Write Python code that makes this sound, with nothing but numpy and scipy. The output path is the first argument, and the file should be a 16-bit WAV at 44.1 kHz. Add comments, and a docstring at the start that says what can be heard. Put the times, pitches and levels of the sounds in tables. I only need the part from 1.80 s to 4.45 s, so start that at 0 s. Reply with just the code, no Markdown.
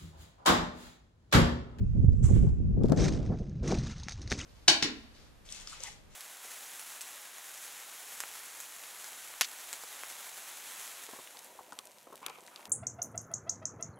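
"""Footsteps in grass and dry stalks

Four slow steps along a brick wall jolt the camera: filtered noise swishes over short grass, then three
crunch into dry stalks, built from tiny noise bursts and ringing splinters; stalks snap as bright bursts.
A bare sapling ticks in noise bursts, and bits of brick clink as decaying sines under the last step.
Moving air, coloured noise, rumbles on the microphone ports and dies down over a faint outdoor hiss."""
import sys
import numpy as np
from scipy import signal
from scipy.fft import rfft, irfft, next_fast_len
from scipy.io import wavfile
from scipy.ndimage import map_coordinates

SR = 44100
rng = np.random.default_rng(int(sys.argv[2]) if len(sys.argv) > 2 else 0)


def materialize(psi):
    """Save the field psi as 16-bit PCM at rate SR to the path in sys.argv[1].

    A 1-D psi becomes a single channel; in a 2-D psi each row is a channel.
    """
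    bounded = np.clip(np.atleast_2d(psi).T, -1, 1)
    quanta = np.round(bounded * 32767).astype(np.int16)
    wavfile.write(sys.argv[1], SR, quanta)


N = 116865

# stereo width of air and thuds: (frequency [Hz], side over mid [dB])
AIR_SIDE = [(40, -1), (250, 0), (600, 2), (1500, 0)]


def amp(db):
    """Decibels to gain."""
    return 10 ** (np.asarray(db) / 20)


def unit(x):
    """Scaled to rms 1."""
    return x / np.sqrt(np.mean(x ** 2) + 1e-20)


def curve(rows):
    """One value per sample from (time [s], value) rows."""
    return np.interp(np.arange(N) / SR, *np.transpose(rows))


def wobble(rate):
    """A smooth random curve, rate knots a second."""
    return map_coordinates(rng.standard_normal(400), [np.arange(N) * rate / SR], mode="wrap")


def coloured(x, points):
    """x through a causal minimum-phase filter with the given (frequency [Hz], gain [dB]) points."""
    m = 2 * next_fast_len(N // 2 + 4096)
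    hz, db = np.transpose(points)
    log_hz = np.log(np.fft.rfftfreq(m, 1 / SR) + 1)
    cep = irfft(np.log(amp(np.interp(log_hz, np.log(hz), db))), m)
    # folding the cepstrum makes the filter causal
    cep[1:m // 2] *= 2
    cep[m // 2 + 1:] = 0
    return irfft(rfft(x, m) * np.exp(rfft(cep)), m)[..., :N]


def voiced(x, colour):
    """x coloured without changing the power of a white input."""
    hz, db = np.transpose(colour)
    gain = amp(np.interp(np.log(np.linspace(1, SR / 2, N // 8)), np.log(hz), db))
    return coloured(x, colour) / np.sqrt(np.mean(gain ** 2))


def stereo(pair, width):
    """Left and right from a mid signal and a side signal, the side filtered by the width."""
    side = coloured(pair[1], width)
    return np.array([pair[0] + side, pair[0] - side])


def noise():
    """Two unrelated white noises."""
    return rng.standard_normal((2, N))


def press(s, db, rise, hold, fall):
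    """Gain of one load: it touches, rises, holds and falls away (fall in dB per second)."""
    contact_s, rise_db = 0.004, 10
    t = np.arange(N) / SR - s
    touch = np.clip(t / contact_s, 0, 1)
    climb = rise_db * np.clip(1 - t / max(rise, 1e-3), 0, 1)
    release = fall * np.maximum(t - rise - hold, 0)
    return touch * amp(db - climb - release)


def add(track, s, sound):
    """Mix a short sound into a track at time s."""
    part = track[..., int(s * SR):][..., :sound.shape[-1]]
    part += sound[..., :part.shape[-1]]


def crackle(count=6):
    """Layers of dense tiny fractures, each a decaying noise burst, over a soft rustle; rms 1."""
    grains_per_s, spread_db, grain_t60_s, rustle_db = 2200, 3.8, 0.004, -7
    t = np.arange(SR // 100) / SR
    out = np.zeros((2, N))
    for _ in range(count):
        sizes = amp(spread_db * np.minimum(rng.exponential(size=N), 4))
        sizes = sizes * (rng.random(N) < grains_per_s / count / SR)
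        hits = sizes * rng.choice([-1, 1], N)
        crack = rng.standard_normal((2, len(t))) * amp(-60 * t / grain_t60_s)
        out += signal.fftconvolve(hits[None], crack, axes=1)[:, :N]
    return unit(unit(out) + amp(rustle_db) * noise())


def cracks(rows, t60, tail_db):
    """A white burst with a faint noise tail for each (time [s], relative level [dB]) row."""
    tail_t60_s = 0.08
    t, out = np.arange(SR // 10) / SR, np.zeros((2, N))
    shape = amp(-60 * t / t60) + amp(tail_db - 60 * t / tail_t60_s)
    for s, db in rows:
        add(out, s, 2 * amp(db) * shape * rng.standard_normal((2, len(t))))
    return out


def uneven(depth_db):
    """Gain of blades and stalks giving way in clumps: a fast random wobble in dB, rms 1."""
    return unit(amp(depth_db * wobble(150)))


def field():
    """Faint hiss of the open field: coloured noise, unrelated from side to side."""
    # hiss spectrum: (frequency [Hz], density [dB])
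    hiss_colour = [(100, 12), (900, 4), (1500, 2), (2200, -5.5), (2650, 0.5), (3300, -9.5), (5000, -10),
                   (6600, -8), (8500, -23), (11000, -26.5), (15000, -39.5)]
    return amp(-66.5) * voiced(noise(), hiss_colour)


def air():
    """Turbulence on the ports: a lumpy rumble of low noise and a faster flutter above it."""
    # swell of each part before its trim: (time [s], level [dB])
    rumble_swell = [(0.0, -26.5), (0.12, -24.5), (0.24, -20.5), (0.43, -24), (0.52, -20.5), (0.67, -24.5),
                    (0.72, -27.5), (0.9, -30), (1.0, -28), (1.16, -34), (1.2, -25), (1.34, -31),
                    (1.62, -35), (1.67, -41.5), (1.96, -31.5), (2.29, -48.5), (2.35, -40), (2.44, -42.5),
                    (2.51, -37.5), (2.65, -42)]
    flutter_swell = [(0.0, -33.5), (0.11, -47), (0.18, -32), (0.4, -38), (0.49, -30.5), (0.68, -28.5),
                     (0.7, -35.5), (0.94, -35), (1.05, -27.5), (1.07, -30), (1.11, -29), (1.48, -38),
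                     (1.5, -33), (1.56, -46), (1.72, -39), (1.8, -37), (1.9, -32), (2.08, -36), (2.16, -50),
                     (2.24, -55.5), (2.44, -61), (2.51, -53), (2.65, -60)]
    # spectra: (frequency [Hz], density [dB])
    rumble_colour = [(12, -16), (25, -3), (65, 2.5), (110, -2), (170, -16), (260, -35), (500, -65),
                     (1500, -110)]
    flutter_colour = [(50, -34), (120, 5.5), (190, 4.5), (300, -10), (450, -18), (700, -35.5),
                      (1100, -50.5), (3000, -72.5), (8000, -110)]
    rumble_trim_db, flutter_trim_db = -2.5, -0.5
    rumble = unit(voiced(noise(), rumble_colour) * amp(1.3 * wobble(22)))
    rumble = rumble * amp(curve(rumble_swell) + rumble_trim_db)
    flutter = unit(voiced(noise(), flutter_colour) * amp(2.2 * wobble(44.9)))
    flutter = flutter * amp(curve(flutter_swell) + flutter_trim_db)
    return stereo(rumble + flutter, AIR_SIDE)


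def sapling():
    """Twigs tick as short noise bursts and scrape as a rough run of tiny fractures."""
    # ticks: (time [s], relative level [dB])
    twig_ticks = [(.332, -60), (.691, -62), (1.0355, -48), (1.058, -55), (1.0665, -57), (1.0975, -49),
                  (1.1215, -37.5)]
    # bare wood spectrum: (frequency [Hz], gain [dB])
    twig_colour = [(300, -2.5), (1200, 9.5), (2500, 1.5), (5000, 5.5), (7000, 2), (10000, -10),
                   (14000, -13), (15700, -26.5)]
    ticks = cracks(twig_ticks, t60=0.006, tail_db=-18.5)
    scrape = press(1.019, db=-62, rise=0.053, hold=0.085, fall=480) * crackle() * uneven(depth_db=4.0)
    return stereo(voiced(ticks + scrape, twig_colour), [(1000, -13), (10000, 1)])


def clinks():
    """Brick chips ring very briefly: each is a decaying sine with a quick onset."""
    # chips: (time [s], pitch [Hz], level before the onset and decay [dB])
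    chips = [(2.548, 2400, -43), (2.600, 1970, -39), (2.603, 3280, -37), (2.607, 3580, -44),
             (2.609, 2660, -39), (2.614, 2920, -35)]
    ring_t60_s, onset_s = 0.025, 0.00026
    t, out = np.arange(SR // 10) / SR, np.zeros(N)
    for s, hz, db in chips:
        envelope = amp(db - 60 * t / ring_t60_s) * (1 - np.exp(-t / onset_s))
        add(out, s, envelope * np.sin(2 * np.pi * hz * t))
    return out


def jolts():
    """The walker's weight jolts the camera: a pitched push that swings back and dies at once."""
    # (time [s], envelope peak before panning [dB], pitch [Hz], left minus right [dB])
    pushes = [(.241, -17, 129, -2.5), (.246, -27.5, 261, -8), (0.281, -16, 80, -19),
              (0.2846, -35.5, 375, -8), (.440, -14.5, 95, -14), (0.504, -20.5, 117, -8),
              (.5105, -24, 315, -10), (.534, -13.5, 97, -13), (.560, -23, 127, -18), (0.567, -23, 274, -12),
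              (0.625, -15.5, 73, 6), (.631, -35, 373, 7), (.670, -16, 93, 9), (.802, -29, 230, 2),
              (0.978, -23.5, 130, 12), (1.043, -16, 264, 7), (1.102, -18.5, 137, 6), (1.1172, -14, 193, 8),
              (1.123, -17.5, 520, 0), (1.491, -24.5, 115, -1), (1.6032, -27, 149, -1),
              (1.923, -20.5, 600, 12), (2.266, -35.5, 167, 5)]
    cycles_to_peak = 0.47  # of the envelope
    t, out = np.arange(SR // 10) / SR, np.zeros((2, N))
    for s, db, hz, pan_db in pushes:
        age = hz * t / cycles_to_peak
        gain = amp(db + pan_db * np.array([[.5], [-.5]]))
        add(out, s, gain * age ** 2 * np.exp(2 * (1 - age)) * np.sin(2 * np.pi * hz * t))
    return out


def thuds():
    """Dull weight of feet and body: enveloped noise under a lowpass; a soft thud has no top."""
    # (time [s], level before filtering [dB], rise [s], hold [s], fall [dB/s], hardness as upper edge [Hz])
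    blows = [(0.236, -35.5, 0.0041, 0.0026, 903.5, 437), (0.28, -38, 0.0034, .007, 708, 430),
             (0.478, -39, 0.011, 0.055, 305, 570), (0.618, -38, 0.014, 0.017, 404, 540),
             (0.964, -37, 0.005, 0.041, 209.5, 670), (1.004, -39.5, .004, 0.016, 154, 1290),
             (1.04, -27, 0.0029, 0.002, 804, 1010), (1.087, -32, 0.0085, 0.0091, 307, 1410),
             (1.115, -26.5, 0.0015, 0.016, 701, 2400), (1.153, -30, 0.033, 0.032, 57, 1350),
             (1.491, -33.5, 0.003, 0.012, 499, 900), (1.513, -36.5, 0.0026, 0.026, 804, 2200),
             (1.593, -41, 0.0073, 0.021, 304, 590), (1.82, -37.5, 0.011, 0.052, 129, 1420),
             (1.871, -31, 0.037, 0.03, 344, 1650), (2.38, -53, 0.013, 0.15, 60, 456),
             (2.512, -32, 0.0015, 0.0043, 459, 1420), (2.557, -49.5, 0.0078, 0.056, 100, 452)]
    # body of a thud: (frequency [Hz], gain [dB])
    thud_colour = [(40, -37), (130, 3), (280, 4.5), (500, -2.5), (720, -9.5), (1000, -20.5), (1600, -24.5),
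                   (3000, -48.5), (8000, -64)]
    out = np.zeros((2, N))
    for *load, edge_hz in blows:
        lowpass = signal.butter(3, edge_hz, fs=SR, output="sos")
        out += signal.sosfilt(lowpass, noise() * press(*load))
    return stereo(voiced(out, thud_colour), AIR_SIDE)


def scuffs():
    """Short gritty slides of the sole on soil: crackle shaped by brief loads."""
    # (time [s], level [dB], rise [s], hold [s], fall [dB/s])
    slides = [(0.658, -58, 0.0077, 0.011, 250.5), (1.507, -51.5, 0.0051, 0.021, 701),
              (1.879, -41.5, 0.032, 0.014, 500)]
    # grit spectrum: (frequency [Hz], gain [dB])
    scuff_colour = [(200, -21), (500, -3.5), (750, 8), (1000, 0.5), (1350, -3), (1900, -14), (3000, -24.5),
                    (8000, -49)]
    # (frequency [Hz], side over mid [dB])
    scuff_side = [(300, -6), (3000, -12)]
    grit = crackle() * sum(press(*row) for row in slides)
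    return stereo(voiced(grit, scuff_colour), scuff_side)


def soft_step():
    """The shoe swishes over short grass, the heel bursts dully and the sole rolls down: shaped noise."""
    # spectra of heel, swish and sole: (frequency [Hz], gain [dB])
    heel_colour = [(200, -5), (900, 1.5), (1600, -11), (3000, -27), (10000, -40), (15000, -69)]
    swish_colour = [(150, -16), (600, -9.5), (1100, -1.5), (1700, -9), (2700, -8), (4600, -17),
                    (6200, -1.5), (7600, 1), (9200, -8), (11000, -19.5), (14500, -25), (16000, -58)]
    sole_colour = [(300, -14), (1200, 5), (2400, 3), (3500, 0), (4600, -6), (7500, 0.5), (10000, -10),
                   (14000, -21), (15500, -19.5)]
    # (frequency [Hz], side over mid [dB])
    swish_side = [(300, 0), (12000, 0)]
    pan_db, rough_db = -5.5, 1.0  # left minus right; depth of the unevenness
    heel = cracks([(0.49, -53.5)], t60=0.039, tail_db=-6.5)
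    # a faint swish of grass around the leg, before and during the landing
    stride = press(0, -78, rise=0.33, hold=0.37, fall=120)
    landing = press(0.4253, -49.5, rise=0.018, hold=0.0089, fall=136.5)
    swish = (stride + landing) * unit(crackle() + noise()) * uneven(rough_db)
    roll = press(0.509, -57, rise=0.039, hold=0.014, fall=110)
    sole = roll * unit(crackle() + noise()) * uneven(rough_db)
    step = voiced(heel, heel_colour) + voiced(swish, swish_colour) + voiced(sole, sole_colour)
    return stereo(step, swish_side) * amp(np.outer([.5, -.5], pan_db))


def splinters():
    """Thin stalks crack one by one, each with a very short ring at its own pitch; rms 1."""
    per_s, spread_db = 2600, 4.4
    middle_hz, scatter_octaves, decay_cycles = 4396, 0.646, 5.6  # decay to 1/e
    t, out = np.arange(SR // 200) / SR, np.zeros((2, N))
    for side in out:
        draws = rng.random((int(per_s * N / SR), 3))  # time, size, polarity
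        hz = middle_hz * 2 ** (scatter_octaves * rng.standard_normal((len(draws), 1)))
        hz = np.clip(hz, 900, 12000)
        size = amp(spread_db * np.minimum(-np.log(1 - draws[:, 1:2]), 3.5))
        size = size * np.sign(draws[:, 2:] - .5)
        rings = size * np.sin(2 * np.pi * hz * t) * np.exp(-hz * t / decay_cycles)
        places = (draws[:, :1] * N).astype(int) + np.arange(len(t))
        side += np.bincount(places.ravel(), rings.ravel(), N)[:N]
    return unit(out)


def straw():
    """Dry ticks with ringing splinters 3 dB below them, rms 1 together."""
    return unit(crackle() + amp(-3) * splinters())


def snaps():
    """Stalks break with a bright noise crack; a click and splitting fibres give the woody body."""
    # (time [s], relative level of the bright crack [dB], relative level of the woody body [dB])
    breaks = [(1.175, -44.5, -44.5), (1.198, -55, -63.5), (1.243, -36.5, -39), (1.2843, -40.5, -39.5),
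              (1.324, -46, -49), (1.377, -67, -49), (1.4629, -58.5, -57), (1.5877, -56.5, -78),
              (1.6958, -64.5, -74), (1.7553, -72, -67), (1.877, -39, -43.5), (1.913, -64, -42),
              (1.943, -48, -51.5), (1.986, -42.5, -72.5), (2.035, -50, -72), (2.07, -64, -49),
              (2.124, -64, -50), (2.1818, -51, -64), (2.198, -48, -70), (2.234, -45, -66),
              (2.2845, -43, -36), (2.294, -42, -46), (2.31, -46, -59.5), (2.3214, -41, -45),
              (2.417, -44.5, -55), (2.476, -45.5, -49), (2.501, -41, -63), (2.5092, -37.5, -44.5),
              (2.5125, -45, -43), (2.518, -36.5, -26.5), (2.5247, -38.5, -29.5), (2.588, -41, -54)]
    # spectra of crack and body: (frequency [Hz], gain [dB])
    snap_colour = [(500, -30), (1500, -19.5), (3300, -1.5), (3800, 8.5), (4800, 8), (6500, 12), (7300, -13),
                   (8400, -5), (10500, -17), (13000, -36), (15500, -43.5)]
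    stem_colour = [(100, -4), (400, 0.5), (600, 10), (820, 14), (1000, -2.5), (1300, 12), (1950, 15),
                   (2350, 15), (2750, 5), (4000, 4), (7000, -2.5), (10000, -23.5)]
    # (frequency [Hz], side over mid [dB]), ahead of a further 6 dB cut of the side signal
    snap_side = [(300, -40), (2200, -40), (5000, -30), (9000, -17), (12000, -15)]
    fibre_t60_s, fibres_db = 0.014, -5.5
    bright = voiced(cracks([(s, db) for s, db, _ in breaks], t60=0.0038, tail_db=-9), snap_colour)
    t, wood = np.arange(SR // 20) / SR, np.zeros(N)
    for s, _, db in breaks:
        fibres = rng.standard_normal(len(t)) * amp(-60 * t / fibre_t60_s)
        fibres = fibres / np.linalg.norm(fibres)
        click = t == 0
        add(wood, s, 10 * amp(db) * (click + amp(fibres_db) * fibres))
    # the second signal of the pair is the side
    return stereo(bright * amp([[0], [-6]]), snap_side) + voiced(wood, stem_colour)


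def dry_steps():
    """Straw crushed underfoot, splitting in clumps, settling and brushed by legs: one straw texture."""
    # footfalls: (time [s], level [dB], rise [s], hold [s], fall [dB/s], level of settling straw [dB])
    footfalls = [(1.166, -41.5, 0.033, 0.058, 378, -46.5), (1.827, -50.5, 0.066, 0.017, 102, -47),
                 (2.495, -43.5, 0.0224, 0.012, 289, -81), (2.574, -47, 0.012, 0.012, 75, -66)]
    # bursts of splitting stalks: (time [s], level [dB], fall [dB/s])
    bursts = [(1.16, -50, 500), (1.197, -49.5, 701), (1.233, -48.5, 502), (1.280, -33.5, 1602),
              (1.331, -46.5, 598), (1.351, -54, 500), (1.877, -42.5, 1104), (1.908, -41, 600),
              (1.944, -48, 704), (1.992, -60.5, 403), (2.034, -65, 900), (2.066, -49, 700),
              (2.095, -47, 700), (2.109, -55.5, 348), (2.164, -70.5, 599), (2.606, -53.5, 201)]
    # legs brushing through straw: (time [s], level [dB])
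    leg_brush = [(0, -76.5), (1.0, -81.5), (1.3, -67), (1.8, -70.5), (2.05, -49), (2.15, -58), (2.27, -56),
                 (2.305, -47), (2.345, -60), (2.42, -57), (2.45, -59), (2.5, -59), (2.65, -76)]
    # crushed straw spectrum: (frequency [Hz], gain [dB])
    crunch_colour = [(150, 8), (600, 5.5), (1300, 9), (2100, 5.5), (3000, 2), (3550, 3.5), (3800, 7),
                     (4400, 6), (6300, 12.5), (7200, 4), (8400, 0), (10000, -11.5), (12000, -24),
                     (15500, -39)]
    # (frequency [Hz], side over mid [dB])
    straw_side = [(300, -14), (2200, -18), (5000, -10), (9000, -3), (12000, -1)]
    crush = sum(press(s, db, rise, hold, fall) for s, db, rise, hold, fall, _ in footfalls)
    clumps = sum(press(s, db, rise=0.00067, hold=0.0013, fall=fall) for s, db, fall in bursts)
    settle = sum(press(s, db, rise, hold, fall=67) for s, _, rise, hold, _, db in footfalls)
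    # loose straw is duller than crushed straw
    loose_colour = [(1000, 1), (3000, -2.0), (6500, -6.0), (9000, -7), (13000, -17.5)]
    loose = coloured(straw() * np.hypot(settle, amp(curve(leg_brush))), loose_colour)
    crunch = (straw() * np.hypot(crush, clumps) + loose) * uneven(depth_db=1.3)
    return stereo(voiced(crunch, crunch_colour), straw_side)


def narrowed(pair):
    """The two sides draw together over time as the side signal fades."""
    # (time [s], side gain [dB])
    spread = [(0, 0), (.95, 0), (1.1, -2), (1.3, -5), (1.5, -10), (1.6, -16), (1.9, -23), (2.0, -33),
              (2.3, -38), (2.65, -42)]
    mid = (pair[0] + pair[1]) / 2
    side = (pair[0] - pair[1]) / 2 * amp(curve(spread))
    return np.array([mid + side, mid - side])


def scene():
    """Everything at the two ports; jolts, snaps and clinks stay outside the narrowing image."""
    # balance of air and thuds: (time [s], left minus right [dB])
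    air_pan = [(0, 1), (.17, -5), (.3, -3), (.55, -5), (.65, -1), (.85, -2), (1.0, 3), (1.12, 4), (1.25, 2),
               (1.38, -1), (1.55, 0)]
    lean = amp(np.outer([.5, -.5], curve(air_pan)))
    near = field() + lean * (air() + thuds()) + sapling() + scuffs() + soft_step() + dry_steps()
    return narrowed(near) + jolts() + snaps() + clinks()


def record(dry):
    """The camera keeps nothing above its band limit: a steep cut in the spectrum."""
    top_hz = 15750
    m = next_fast_len(N + SR // 2)
    return irfft(rfft(dry, m) * (np.fft.rfftfreq(m, 1 / SR) < top_hz), m)[:, :N]


dry = scene()
out = record(dry)
materialize(out)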